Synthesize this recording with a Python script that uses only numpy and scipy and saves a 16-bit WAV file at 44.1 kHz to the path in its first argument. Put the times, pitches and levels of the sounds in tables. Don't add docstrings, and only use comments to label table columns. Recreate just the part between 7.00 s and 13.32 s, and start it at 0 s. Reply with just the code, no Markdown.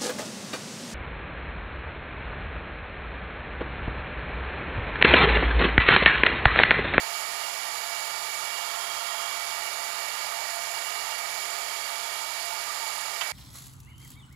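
import sys
import numpy as np
from scipy import signal
from scipy.fft import rfft, irfft, next_fast_len
from scipy.io import wavfile
from scipy.ndimage import uniform_filter1d

SR = 44100
rng = np.random.default_rng(int(sys.argv[2]) if len(sys.argv) > 2 else 0)


def inscribe(sig):
    pcm = np.round(np.clip(np.atleast_2d(sig).T, -1, 1) * 32767)
    wavfile.write(sys.argv[1], SR, pcm.astype(np.int16))


N = 278712
TIME = np.arange(N) / SR
SIZE = next_fast_len(N)
BINS = np.maximum(np.arange(SIZE // 2 + 1) * SR / SIZE, 1)

DRIVE_HZ, LAYSHAFT_HZ, PINION_HZ, SPINDLE_HZ = 29.83, 37.93, 39.245, 5.27
PINION_TEETH, DRIVE_TEETH = 58, 23
SPEED_WAVER = 0.000609


def from_db(db):
    return 10 ** (np.asarray(db) / 20)


def rms_one(x):
    return x / np.sqrt(np.mean(x ** 2) + 1e-20)


def even(x):
    return x / np.sqrt(uniform_filter1d(x ** 2, size=SR // 20) + 1e-20)


def in_time(rows):
    return np.interp(TIME, *np.transpose(rows))


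def swells(rows):
    return sum(db * np.exp(-(2 * (TIME - s) / length) ** 2) for s, length, db in rows)


def white():
    return rng.standard_normal(N)


def filtered(x, response):
    return irfft(rfft(x, SIZE) * response, SIZE)[:N]


def drift(rate_hz):
    return rms_one(filtered(white(), 1 / (1 + (BINS / rate_hz) ** 2)))


def colour(points):
    hz, db = np.transpose(points)
    return from_db(np.interp(np.log(BINS), np.log(hz), db))


def resonances(modes):
    return np.sqrt(sum(from_db(db) ** 2 / (1 + ((BINS ** 2 - hz ** 2) / (BINS * width)) ** 2)
                       for hz, width, db in modes))


def fine_modes(spread_db, width_hz):
    ripple = uniform_filter1d(rng.standard_normal(len(BINS)), size=max(1, int(width_hz * SIZE / SR)))
    return from_db(spread_db * rms_one(ripple))


def throb(turns, order, depth_db):
    return from_db(depth_db * np.cos(2 * np.pi * order * turns))


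def tone(hz, waver_hz, flutter_db):
    phase = 2 * np.pi * (np.cumsum(hz + waver_hz * drift(9.07)) / SR + rng.random())
    return np.sqrt(2) * np.sin(phase) * from_db(flutter_db * drift(4.9))


def workshop():
    # (frequency [Hz], level [dB])
    rumble_colour = [(15, 2), (30, 2.5), (80, -2.5), (150, -0.5), (200, -0.5), (350, 2), (1000, -12),
                     (4000, -35)]
    # (frequency [Hz], width [Hz], level [dB])
    bed_modes = [(113, 13, 0), (154, 10, -2.5)]
    rumble = from_db(-65) * rms_one(filtered(white(), colour(rumble_colour)))
    bed = resonances(bed_modes) ** 1.6
    return rumble + from_db(-76) * rms_one(filtered(white(), bed))


def knock(contact_s, tail_s, tail_db):
    # (time [s], level [dB])
    hits = [(6.21, -27.5), (6.2154, -31)]
    # (frequency [Hz], level [dB], time to fall 60 dB [s])
    modes = [(718, 2, .027), (1080, -4, 0.02), (1320, -3, 0.015), (1560, 2, 0.021), (1910, 1.5, 0.026),
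             (2310, -9, .013), (2670, 4, 0.033), (3090, 7, 0.021), (3480, -7, .017), (4750, -5, .01)]
    steel = resonances([(hz, np.log(1000) / (np.pi * t60), db) for hz, db, t60 in modes])
    out = np.zeros(N)
    for s, db in hits:
        age = np.maximum(TIME - s, 0)
        envelope = (TIME >= s) * (np.exp(-age / contact_s) + from_db(tail_db) * np.exp(-age / tail_s))
        out += from_db(db) * envelope * even(filtered(white(), steel))
    low_cut = signal.butter(4, 650, "high", fs=SR, output="sos")
    return signal.sosfilt(low_cut, out + 1e-18)


def bearing(turns):
    # (frequency [Hz], width [Hz], level [dB])
    modes = [(6880, 110, -1), (7184, 164, -3), (7540, 160, -9), (8480, 44, -8), (9450, 230, -8),
             (10780, 560, -7.5), (13900, 80, -15)]
    # (peak time [s], length [s], rise [dB])
    surges = [(.5, .5, 0.5), (1.4, 0.33, 2), (3.7, .45, 2), (4.55, 0.28, 2.5), (5.85, .3, 1.5)]
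    pulsing = throb(turns, order=1, depth_db=2.5) * throb(turns, order=4, depth_db=5.0)
    body = resonances(modes) ** 1.3 * fine_modes(spread_db=4.0, width_hz=14)
    level_db = -45.5 + swells(surges) + 0.78 * drift(14)
    return from_db(level_db) * rms_one(filtered(white() * pulsing, body))


def chatter(turns, uneven_db, burst_s):
    # (frequency [Hz], width [Hz], resting level [dB])
    modes = [(883, 66, -47.5), (1219, 64, -49.5)]
    # (peak time [s], rise of lower mode [dB], rise of upper mode [dB])
    bursts = [(.25, 0.5, 8.5), (1.77, 6, 0), (2.22, 4, 2), (3.39, 4.5, -5), (4.1, 4.5, 5), (5.53, 6, -4),
              (5.68, 0, 10)]
    ticking = throb(turns, order=1, depth_db=-0.5)
    out = np.zeros(N)
    for k, (hz, width, db) in enumerate(modes):
        burst_db = swells([(s, burst_s, rises[k]) for s, *rises in bursts])
        ring = even(filtered(white() * ticking, resonances([(hz, width, 0)]) ** 1.42))
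        out += from_db(db + burst_db + uneven_db * drift(17)) * ring
    return out * throb(turns, order=7, depth_db=0.7)


def gear_rattle(turns, hard, repeat_share):
    # (time [s], level [dB])
    rattle_level = [(0, -40.5), (1.2, -41), (2.0, -41.2), (2.8, -40.5), (4.5, -40.5), (5.3, -41.5),
                    (6.3, -40.5)]
    # (frequency [Hz], level [dB])
    gear_colour = [(200, -42), (350, -19), (420, -10), (520, -10), (620, -1), (800, -3.5), (1000, -2),
                   (1220, -4.5), (1400, -2.5), (1540, -5), (2150, -3.5), (2600, -8.5), (3500, -11),
                   (6000, -20.5), (15000, -49)]
    # (frequency [Hz], width [Hz], level [dB])
    headstock_modes = [(435, 17, -28), (708, 22, -7), (1340, 13, -6), (1692, 18, -1.5), (1880, 39, -3),
                       (1936, 65, -3.5), (2238, 170, -5.5)]
    # (frequency [Hz], width [Hz], level [dB])
    casing_modes = [(1080, 130, -1.2), (1365, 48, 2.2)]
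    flaws = rng.standard_normal(int(SR / DRIVE_HZ))
    flaws = irfft(np.exp(1j * np.angle(rfft(flaws))))
    repeating = rms_one(np.interp(turns % 1, np.linspace(0, 1, len(flaws)), flaws))
    force = np.sqrt(repeat_share) * repeating + np.sqrt(1 - repeat_share) * white()
    ticking = throb(turns, order=1, depth_db=0.96) * throb(turns, order=7, depth_db=0.6)
    body = np.hypot(colour(gear_colour), from_db(4) * resonances(headstock_modes))
    body /= np.sqrt(1 + (400 / BINS) ** 8)
    rattle = from_db(in_time(rattle_level)) * rms_one(filtered(force * ticking, body))
    shaking = white() * throb(turns, order=1, depth_db=2.0)
    casing = even(filtered(shaking, resonances(casing_modes) ** 1.34))
    return rattle + from_db(-59 + 14 * hard) * casing


def gear_whine(speed, run_s):
    # (time [s], relative level [dB])
    main_level = [(0.0, -46), (0.8, -48), (0.96, -42.5), (1.2, -47.5), (1.28, -43), (1.76, -46.5),
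                  (2.16, -47.1), (2.32, -43), (2.88, -46), (3.36, -47), (4.4, -44), (4.64, -47.3),
                  (4.88, -44.5), (5.52, -47.0), (6.08, -49), (6.31, -42)]
    # (time [s], relative level [dB])
    low_level = [(0.0, -43.5), (0.72, -54), (0.88, -45), (1.2, -45), (1.44, -56), (1.6, -45.5), (2.16, -46),
                 (2.32, -48), (2.8, -45.8), (3.2, -55), (3.44, -44), (4.32, -52), (4.64, -47.9),
                 (5.2, -53.5), (5.44, -47.9), (6.0, -52), (6.16, -47.5), (6.31, -56)]
    # (frequency [Hz], relative level [dB])
    hum_tones = [(150.7, -77.5), (398.4, -63), (446.8, -69), (646.0, -62)]
    # (frequency [Hz], relative level [dB])
    sideband_tones = [(893.6, -54), (1163, -55), (1222, -53.5), (1251, -53.5), (1319, -58.5), (1405, -54.5),
                      (1669, -63.5), (1852, -55)]
    # (frequency [Hz], relative level [dB])
    whine_tones = [(2807, -59.5), (3192, -66), (3709, -57.5), (3887, -58), (4447, -61), (4554, -50.5),
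                   (4634, -60), (5006, -60), (5087, -59), (6988, -55), (7063, -56), (7880, -63),
                   (8339, -63)]

    def tones(rows, waver_hz, flutter_db):
        return sum(from_db(db) * tone(hz * speed, waver_hz, flutter_db) for hz, db in rows)

    runout = throb(PINION_HZ * run_s, order=1, depth_db=2.3)
    runout *= throb(SPINDLE_HZ * run_s, order=1, depth_db=1.0)
    main_gain = from_db(in_time(main_level) - 0.1) * runout
    main = main_gain * tone(PINION_TEETH * PINION_HZ * speed, waver_hz=0.94, flutter_db=0.76)
    low_gain = from_db(in_time(low_level) - 1.55 + 2.0 * drift(18))
    low = low_gain * tone(DRIVE_TEETH * DRIVE_HZ * speed, waver_hz=1.6, flutter_db=1.55)
    hums = from_db(-2.5) * tones(hum_tones, waver_hz=2.24, flutter_db=2.0)
    sidebands = from_db(-3.5) * tones(sideband_tones, waver_hz=1.99, flutter_db=3.0)
    whines = from_db(-1.7) * tones(whine_tones, waver_hz=1.57, flutter_db=2.04)
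    return main + low + hums + sidebands + whines


def hard_cut(start_s, attack_s, hold_s, release_s):
    corners = start_s + np.cumsum([0, attack_s, hold_s, release_s])
    return np.interp(TIME, corners, [0, 1, 1, 0])


def tool_post(hard):
    # (frequency [Hz], width [Hz], level [dB])
    modes = [(3218, 66, 0), (3397, 38, -1.1)]
    # (peak time [s], length [s], rise [dB])
    surges = [(.5, 0.83, 5), (4.9, 1.2, 7)]
    ring = from_db(-58) * even(filtered(white(), resonances(modes)))
    note = from_db(-61.5) * tone(hz=3244, waver_hz=1.27, flutter_db=1.5)
    return from_db(9.5 * hard + swells(surges)) * (ring + note)


def tool_shank(hard, damping_db):
    # (frequency [Hz], width [Hz], level [dB])
    mode = [(4454, 290, 0)]
    # (peak time [s], length [s], rise [dB])
    surges = [(.15, .35, 2), (3.1, 0.26, 3.5)]
    level_db = -50.5 - damping_db * hard + swells(surges) + 1.8 * drift(16)
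    return from_db(level_db) * even(filtered(white(), resonances(mode) ** 1.46))


def edge_squeal(note_hz, rasp_hz, rasp_width_hz):
    # (peak time [s], length [s], rise [dB])
    squeals = [(.16, .16, 5), (.47, .12, 5), (.96, 0.067, 5), (1.57, 0.18, 7.5), (2.13, 0.42, 4),
               (2.66, 0.29, 3.5), (3.15, 0.18, 6), (3.88, 0.4, 5), (4.12, .08, 4)]
    rasp = even(filtered(white(), resonances([(rasp_hz, rasp_width_hz, 0)]) ** 0.92))
    level_db = -54 + swells(squeals) + 0.56 * drift(19)
    return from_db(level_db) * (tone(note_hz, waver_hz=4.83, flutter_db=1.7) + from_db(1) * rasp)


def chip_hiss(level_db):
    # (frequency [Hz], level [dB])
    cut_colour = [(500, -36), (2000, -11), (3500, 0), (4900, 1), (5800, 0), (6500, 1.5), (7300, -1),
                  (7800, -3), (8700, -5), (10000, -2.5), (11200, 0), (12700, -6.5), (15400, -9.5)]
    # (frequency [Hz], width [Hz], level [dB])
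    tool_modes = [(2900, 83, -6), (3920, 130, -10.5), (5010, 93, 0), (5470, 68, -5)]
    slips = white() * from_db(0.5 * drift(78))
    body = np.hypot(colour(cut_colour), from_db(7) * resonances(tool_modes))
    body *= fine_modes(spread_db=1.55, width_hz=20)
    body /= np.sqrt(1 + (1200 / BINS) ** 4)
    return from_db(level_db) * rms_one(filtered(slips, body))


def scene():
    hard = hard_cut(start_s=1.26, attack_s=0.47, hold_s=0.58, release_s=0.36)
    speed = 1 + SPEED_WAVER * drift(2.96)
    run_s = np.cumsum(speed) / SR
    gearbox = gear_rattle(DRIVE_HZ * run_s, hard, repeat_share=0.26)
    gearbox += chatter(DRIVE_HZ * run_s, uneven_db=2.0, burst_s=0.064)
    gearbox += gear_whine(speed, run_s) + bearing(LAYSHAFT_HZ * run_s)
    room = workshop()
    cut = chip_hiss(level_db=-40) + tool_post(hard) + tool_shank(hard, damping_db=1)
    cut += edge_squeal(note_hz=2843, rasp_hz=2825, rasp_width_hz=87)
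    mix = room + gearbox + cut + knock(contact_s=0.0099, tail_s=0.032, tail_db=-15)
    return np.tile(mix, (2, 1))


def record(dry):
    # (frequency [Hz], level [dB])
    floor_colour = [(20, 18), (200, 12.0), (1000, 2.5), (15000, -13.0)]
    live = dry[1] * from_db(6)
    dead = from_db(-87.5) * rms_one(filtered(white(), colour(floor_colour)))
    low_pass = 1 / np.sqrt(1 + (BINS / 15500) ** 400)
    return np.array([filtered(channel, low_pass) for channel in (dead, live)])


dry = scene()
out = record(dry)
inscribe(out)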